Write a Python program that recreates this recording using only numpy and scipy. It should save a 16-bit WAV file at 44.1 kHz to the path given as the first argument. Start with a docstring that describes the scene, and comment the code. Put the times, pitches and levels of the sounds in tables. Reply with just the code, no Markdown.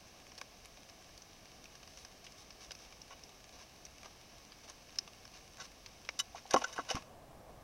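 """At night a small furry animal shifts about in dry leaves right beside a trail camera. Over a steady
hiss, leaves tick and twigs snap by brittle fracture, and its paws rustle the litter by friction.
Then its claws scratch, its paws knock and its fur rubs on the plastic housing, exciting the shell's
modes, a few times at first and in a flurry after six seconds. At the end the night air fades into
a dull daytime rumble."""
import sys
import numpy as np
from scipy import signal
from scipy.fft import rfft, irfft, next_fast_len
from scipy.io import wavfile
from scipy.ndimage import map_coordinates

SR = 44100
rng = np.random.default_rng(int(sys.argv[2]) if len(sys.argv) > 2 else 0)


def store_wav(level_fs):
    """Save 16-bit WAV to argv[1]."""
    pcm = np.round(np.clip(np.atleast_2d(level_fs), -1, 1) * 32767)
    wavfile.write(sys.argv[1], SR, pcm.T.astype(np.int16))


N = 336483
T = np.arange(SR // 4) / SR  # time axis of one short event, in seconds


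# Leaves breaking. Each row: start in seconds, pitch in Hz, relative level in dB,
# fall away from the pitch in dB per octave, boost of the top register in dB.
LEAF_TICKS = [(0.318, 5320, -58, 1, -9), (0.656, 2440, -57, 11, 25), (0.7718, 3790, -61, 1, -6),
              (0.8967, 5040, -57, 10, 2), (1.1766, 4630, -56, 14, 12), (1.2201, 6220, -54.5, 9, -5),
              (1.6553, 2420, -54.5, 12, 8), (1.753, 5900, -55.5, 3.5, -4), (1.83, 3100, -56.5, 4, -5),
              (1.875, 4840, -58.5, 1, 4), (1.973, 5790, -55.5, 3, 5), (2.0488, 5370, -52, 5, 3),
              (2.2659, 2660, -51, 13, 8), (2.321, 5150, -59, 13, 9), (2.505, 5100, -53.5, 5, -11),
              (2.708, 3080, -49.5, 3.5, -7), (2.7171, 4950, -47.5, 10, 5), (2.7502, 5060, -54, 7, 2),
              (2.9243, 2370, -58, 5, -5), (3.017, 5600, -51, 23, -6), (3.236, 5440, -52.5, 14, 1),
              (3.8514, 6200, -49.5, 18, 4), (4.031, 2280, -56, 2, 2), (4.0579, 6290, -61, -3, 2),
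              (4.52, 4640, -57, 3, -8), (4.6977, 6300, -58, 1, 17), (4.9568, 4850, -58, 10, -6),
              (5.0765, 2750, -56.5, -1.5, -4), (5.2524, 5400, -55.5, 2.5, -2), (5.8611, 4560, -50.5, 5, -3),
              (6.0496, 4010, -58, 4, 0), (6.682, 5230, -55, 7, -3), (6.953, 5200, -46.5, -1, 3.5),
              (7.022, 2610, -59.5, 0, 0)]

def ticks(port, snap_t60=0.022):
    """Brittle fracture: dry leaves snap one at a time under the animal's weight."""
    out = np.zeros(N)
    for start, hz, db, fall, crisp_db in LEAF_TICKS:
        add(out, start, snap(port, hz, db, fall, snap_t60, crisp_db))
    return out


# Twigs breaking under a paw. Each row: start in seconds, pitch in Hz, relative splinter level in dB,
# relative ring level in dB, fall away from the pitch in dB per octave.
TWIG_BREAKS = [(0.4139, 1670, -46.5, -50, 1.5), (4.9863, 5260, -33, -24, 19),
               (6.0898, 2210, -36, -19.5, 11)]

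def twigs(port, splinter_t60=0.015, ring_t60=0.012, rise_s=0.00028):
    """Damped free vibration: a twig splinters and its broken end rings for a few milliseconds."""
    out = np.zeros(N)
    for start, hz, splinter_db, ring_db, fall in TWIG_BREAKS:
        envelope = amp(ring_db - 60 * T / ring_t60) * (1 - np.exp(-T / rise_s))
        ring = envelope * np.sin(2 * np.pi * hz * T)
        add(out, start, ring + snap(port, hz, splinter_db, fall, splinter_t60))
    return out


# Spectrum of a snap. Each entry: gain in dB of one register, from low to top.
SNAP_SPECTRUM = [-1.5, -2, -0.5, -12.5]

def snap(port, hz, level_db, fall, t60, crisp_db=0, scatter_db=-22, scatter_t60=0.069, resonance_db=13):
    """Acoustic emission: tiny fractures excite a resonance and scatter faintly off the ground."""
    envelope = amp(-60 * T / t60) + amp(scatter_db - 60 * T / scatter_t60)
    fractures = envelope * rng.standard_normal(len(T))
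    resonance = signal.lfilter(*signal.iirpeak(hz, Q=7, fs=SR), fractures)
    burst = through(fractures + amp(resonance_db) * resonance, port)
    octaves_away = np.abs(np.log2(np.clip(hz, *np.transpose(REGISTER_EDGES)) / hz))
    levels_db = level_db + np.array(SNAP_SPECTRUM) - fall * octaves_away + crisp_db * (REGISTERS > 0)
    return coloured(burst, levels_db, length_s=0.01)


# Paw strokes in the leaves. Each row: start in seconds, length in seconds, relative level in dB,
# tilt in dB per register.
PAW_STROKES = [(0.377, 0.0091, -47.5, 0), (1.886, 0.12, -64, 3), (1.981, 0.047, -60.5, 3),
               (2.24, 0.016, -54.5, 1), (2.376, 0.051, -58.5, 2), (2.604, 0.047, -55.5, 0.5),
               (2.79, 0.064, -60, 0), (3.522, 0.04, -60.5, 0), (3.586, 0.038, -58, -2.5),
               (4.043, 0.023, -57, -5), (4.632, 0.02, -59, 0), (4.676, 0.03, -55, -2.5),
               (5.336, 0.044, -57, -1), (5.628, 0.03, -54.5, 0.5)]
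# Spectrum of a rustle. Each entry: gain in dB of one register, from low to top.
RUSTLE_SPECTRUM = [-7, -5.5, 1, -12]

def rustles(port, level_db=-3.0, catch_db=2.0):
    """Sliding friction: paws brush softly through the leaf litter."""
    out = np.zeros(N)
    for start, length, db, tilt in PAW_STROKES:
        brush = through(stroke(length, catch_db), port)
        add(out, start, coloured(brush, db + np.array(RUSTLE_SPECTRUM) + tilt * REGISTERS, length))
    return amp(level_db) * out


# Paws and claws striking the housing. Each row: start in seconds, relative level in dB,
# centre frequency in Hz, spread in octaves.
BLOWS = [(3.118, -48.5, 1105, .16), (5.603, -45.5, 1520, .17), (6.198, -44, 1160, 0.15),
         (6.1978, -25, 2860, .2), (6.347, -40.5, 786, 0.36), (6.357, -44.5, 930, 0.56),
         (6.455, -47, 754, 0.5), (6.5427, -17, 796, 0.98), (6.5478, -23.5, 502, 0.63),
         (6.5619, -20, 890, 0.69), (6.5656, -29, 1010, .55), (6.621, -34.5, 690, 0.42),
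         (6.642, -28.5, 1420, 0.14), (6.78, -31, 1390, 0.44), (6.789, -31.5, 830, 1.15),
         (6.7936, -28.5, 1180, .55), (6.903, -28, 2830, 0.17), (6.909, -25, 653, 0.31),
         (6.947, -43.5, 111, 2.3), (6.962, -45, 242, 1.2), (6.966, -33, 1010, 0.41)]

def knocks(push_width=0.48, damping=0.82, even_spread=0.43):
    """Impact excitation: a blow shoves the shell and rings nearby modes; pads mostly shove, claws ring."""
    out = np.zeros(N)
    mode_hz = np.transpose(SHELL_MODES)[0]
    signs = (-1) ** np.arange(len(mode_hz))  # neighbouring modes move the microphone in opposite ways
    modes = housing_modes(damping)
    for start, db, hz, spread in BLOWS:
        cycles = hz * T
        # the narrower a blow's spectrum, the weaker its push and the more swings it lasts
        push_envelope = spread / even_spread * np.exp(-(cycles * spread / push_width - 1) ** 2)
        push = push_envelope * np.sin(2 * np.pi * cycles)
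        unevenness = amp(2.5 * rng.standard_normal(len(mode_hz)))
        weights = unevenness / (1 + (np.log2(mode_hz / hz) / spread) ** 4)
        ring = (signs * weights) @ modes * (1 - np.exp(-cycles))
        add(out, start, amp(db) * (push + ring / np.abs(ring).max()))
    return out


# Modes of the plastic housing. Each row: frequency in Hz, relative level in dB,
# time to fall 60 dB in seconds at a damping of 1.
SHELL_MODES = [(239, 3, 0.16), (280.5, 11.5, 0.076), (337, -4, 0.1), (400, -24.5, 0.032), (519, 1.5, 0.038),
               (664, 0, 0.035), (763, 2, 0.028), (945, 0.5, 0.026), (953, -2.5, 0.019), (1087, -1.5, 0.046),
               (1140, -9, 0.044), (1380, -1.5, 0.032), (1504, -3.5, 0.046), (1680, -9.5, 0.032),
               (2020, -6.5, 0.04), (2160, -9, 0.015), (2550, -17, 0.022), (2970, -6, 0.032),
               (3780, -13, 0.029), (3855, -7.5, 0.048), (4850, -12, 0.0093), (4940, -16, 0.0081),
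               (5770, -18, 0.032), (5930, -13, 0.033), (6390, -1.5, 0.022), (7240, 4, 0.029),
               (9130, 1, 0.016), (9900, -2, 0.015), (11800, -5, 0.024)]

def housing_modes(damping=1):
    """Normal modes: each is an exponentially fading sine, its decay rate scaled by the damping."""
    hz, db, t60 = np.transpose(SHELL_MODES)[:, :, None]
    return amp(db - 60 * damping * T / t60) * np.sin(2 * np.pi * hz * T)


# Claw strokes on the housing. Each row: start in seconds, length in seconds, relative level in dB,
# tilt in dB per register, gain of the shell's ring in dB.
CLAW_STROKES = [(3.101, 0.03, -59.5, -6, -30), (5.58, 0.024, -59.5, -5, -11), (5.598, 0.022, -47.5, 0, -29),
                (6.189, 0.015, -32.5, 8.5, -25.5), (6.352, 0.035, -55, -2, -36),
                (6.507, 0.007, -35.5, 3, -28), (6.523, .01, -50.5, -7, -36),
                (6.535, 0.0083, -30.5, 1.5, -34), (6.561, 0.0046, -38, -7.5, -26),
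                (6.614, .011, -48.5, -7, -31), (6.638, 0.007, -36.5, -1, -25),
                (6.725, 0.015, -48, 2.5, -23), (6.771, 0.035, -56, -4.5, -28),
                (6.887, 0.009, -43.5, -3, -29), (6.899, 0.017, -36.5, 1, -31),
                (6.925, 0.054, -53, -3.5, -41)]
# Spectrum of a scratch. Each entry: gain in dB of one register, from low to top.
SCRATCH_SPECTRUM = [-6.5, -1.5, 0.5, -14]

def scratches(port, shell, level_db=-2.5, catch_db=2.5):
    """Forced vibration: claws drag over the housing and drive its modes."""
    out = np.zeros(N)
    for start, length, db, tilt, ring_db in CLAW_STROKES:
        drag = stroke(length, catch_db)
        scrape = through(drag + amp(ring_db) * through(drag, shell), port)
        add(out, start, coloured(scrape, db + np.array(SCRATCH_SPECTRUM) + tilt * REGISTERS, length))
    return amp(level_db) * out


# Strength of the fur's rubbing. 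Each row: time in seconds, relative level in dB.
FUR_ENVELOPE = [(6.499, -58), (6.58, -50), (6.68, -59.5), (6.76, -52.5), (6.84, -61.5), (6.98, -59),
                (7.1, -66)]
# Spectrum of the rubbing. Each entry: gain in dB of one register, from low to top.
FUR_SPECTRUM = [4, -0.5, -1, -8.5]

def fur_rub(port, shell, level_db=-4.0, ring_db=-34, catch_db=2.5, sway_db=3, sway_rate=60):
    """Sustained friction: fur slides along the housing in one long, uneven stroke."""
    out = np.zeros(N)
    times, db = np.transpose(FUR_ENVELOPE)
    t = np.arange(times[0], times[-1], 1 / SR)
    drag = slips(len(t), catch_db) * amp(sway_db * wobble(sway_rate, len(t)))
    rubbing = through(drag + amp(ring_db) * through(drag, shell), port)
    envelope = amp(level_db + np.interp(t, times, db))
    add(out, times[0], envelope * coloured(rubbing, FUR_SPECTRUM, len(t) / SR))
    return out


def stroke(length, catch_db, rise_s=0.0024, release_t60=0.011):
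    """Transient friction: the longer a stroke lasts, the more gently it starts and ends."""
    rise = 1 - np.exp(-2 * T / (rise_s + 0.037 * length))
    release = amp(-60 * np.maximum(T - length, 0) / (release_t60 + 1.2 * length))
    return rise * release * slips(len(T), catch_db)


def slips(size, catch_db, grit_db=2.5, catch_rate=450):
    """Stick-slip friction: noise swells and drops as the surfaces catch and let go."""
    grip_db = grit_db * rng.standard_normal(size) + catch_db * wobble(catch_rate, size)
    return amp(grip_db) * rng.standard_normal(size)


def crackle(port, per_second=36, level_db=-58.0, spread_db=5.5, tick_t60=0.012, band_hz=(1500, 6500)):
    """A Poisson process: settling leaf litter gives faint ticks at independent random times."""
    onsets = rng.random(N) < per_second / SR
    strengths = amp(level_db + spread_db * np.clip(rng.standard_normal(N), -2, 2))
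    grains = through(onsets * strengths, amp(-60 * T / tick_t60)) * rng.standard_normal(N)
    bandpass = signal.butter(2, band_hz, "band", fs=SR, output="sos")
    return through(signal.sosfilt(bandpass, grains), port)


# The air by night and by day. Each row: frequency in Hz, relative spectral density in dB.
NIGHT_HISS = [(30, -104), (200, -92.5), (400, -95), (700, -91.5), (1000, -102), (1500, -105), (2000, -105),
              (3200, -104.5), (4500, -104), (6300, -104.5), (7300, -116), (12000, -123), (16000, -130)]
DAY_RUMBLE = [(25, -82.5), (60, -84), (200, -86.5), (400, -91.5), (650, -84.5), (1000, -97), (1500, -105),
              (2500, -113), (6000, -117), (8000, -128), (16000, -135)]

def air(port, fade_start=6.88, fade_end=7.14, night_db=-0.46, night_sway_db=0.36, day_sway_db=0.8):
    """Ambient noise: the hiss and crackle of the night wood give way to a low daytime rumble."""
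    fade = np.clip((np.arange(N) / SR - fade_start) / (fade_end - fade_start), 0, 1)
    night = through(noise(NIGHT_HISS), port) * amp(night_db + night_sway_db * wobble(12)) + crackle(port)
    day = through(noise(DAY_RUMBLE), port) * amp(day_sway_db * wobble(18))
    return (1 - fade) * night + np.sqrt(fade) * day


# Resonances of the cavity in front of the microphone. Each row: frequency in Hz, width in Hz, gain in dB.
PORT_RESONANCES = [(755, 140, 2.5), (1126, 234, 6.5), (1675, 250, 5.5), (2205, 200, 4), (2710, 1010, 6),
                   (3800, 250, 4), (4810, 1160, 3.5), (5860, 1350, 7.5), (9900, 2300, 2.5)]

def port_response(size=1024):
    """Cavity resonance: the minimum-phase impulse response of the microphone port."""
    f = np.fft.rfftfreq(size, 1 / SR)
    db = sum(gain / (1 + (2 * (f - hz) / width) ** 4) for hz, width, gain in PORT_RESONANCES)
    cepstrum = irfft(np.log(amp(db)))
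    cepstrum[1:size // 2] *= 2  # folding the cepstrum onto positive time makes the response causal
    cepstrum[size // 2 + 1:] = 0
    return irfft(np.exp(rfft(cepstrum)))


# The low, mid, high and top registers. Each row: lower edge in Hz, upper edge in Hz.
REGISTER_EDGES = [(450, 1300), (1300, 3300), (3300, 6700), (6700, 15000)]
REGISTERS = np.arange(len(REGISTER_EDGES)) - 2  # steps from the high register

def coloured(burst, levels_db, length_s, dull_hz=8500):
    """Band equalisation: each register gets the energy of its level held for length_s."""
    dulled = signal.lfilter(*signal.butter(2, dull_hz, fs=SR), burst)
    filters = [signal.butter(5, edges, "band", fs=SR, output="sos") for edges in REGISTER_EDGES]
    bands = [signal.sosfilt(sos, dulled) for sos in filters]
    gains = amp(levels_db) * np.sqrt(length_s * SR)
    return sum(gain * band / np.linalg.norm(band) for gain, band in zip(gains, bands))


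def noise(spectrum):
    """Spectral shaping: white noise takes on the given density."""
    hz, db = np.transpose(spectrum)
    gain = lambda f: amp(np.interp(np.log(f + 1), np.log(hz), db))
    return filtered(rng.standard_normal(N), gain) * np.sqrt(SR / 2)


def wobble(rate, size=N):
    """Spline interpolation: a smooth curve through rate random knots a second."""
    knots = rng.standard_normal(int(size * rate / SR) + 4)
    return map_coordinates(knots, [np.arange(size) * rate / SR])


def filtered(x, response):
    """Linear filtering: the spectrum of x times a frequency response."""
    size = next_fast_len(len(x) + 8192)
    return irfft(rfft(x, size) * response(np.fft.rfftfreq(size, 1 / SR)), size)[:len(x)]


def through(x, response):
    """Convolution of x with an impulse response."""
    return signal.fftconvolve(x, response)[:len(x)]


def amp(db):
    """The decibel scale: level to amplitude."""
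    return 10 ** (np.asarray(db) / 20)


def add(track, start, sound):
    """Superposition: a sound joins the track at start seconds."""
    part = track[max(0, round(start * SR)):][:len(sound)]
    part += sound[:len(part)]


def scene():
    """Superposition: leaves, housing and air sum at one microphone."""
    port = port_response()
    shell = housing_modes().sum(0)
    ground = ticks(port) + twigs(port) + rustles(port)
    housing = scratches(port, shell) + fur_rub(port, shell) + knocks()
    return (ground + housing + air(port))[None]


# The camera's own hiss. Each row: frequency in Hz, spectral density in dB.
CAMERA_HISS = [(15, -93.5), (35, -85), (57, -85), (85, -88), (200, -94.5), (500, -101), (1500, -106),
               (4000, -109.5), (8000, -112), (15500, -115.5)]

def record(dry):
    """Noise floor and bandwidth: the camera adds its hiss and keeps nothing above its band limit."""
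    return filtered(dry[0] + noise(CAMERA_HISS), lambda hz: hz < 15850)[None]


dry = scene()
out = record(dry)
store_wav(out)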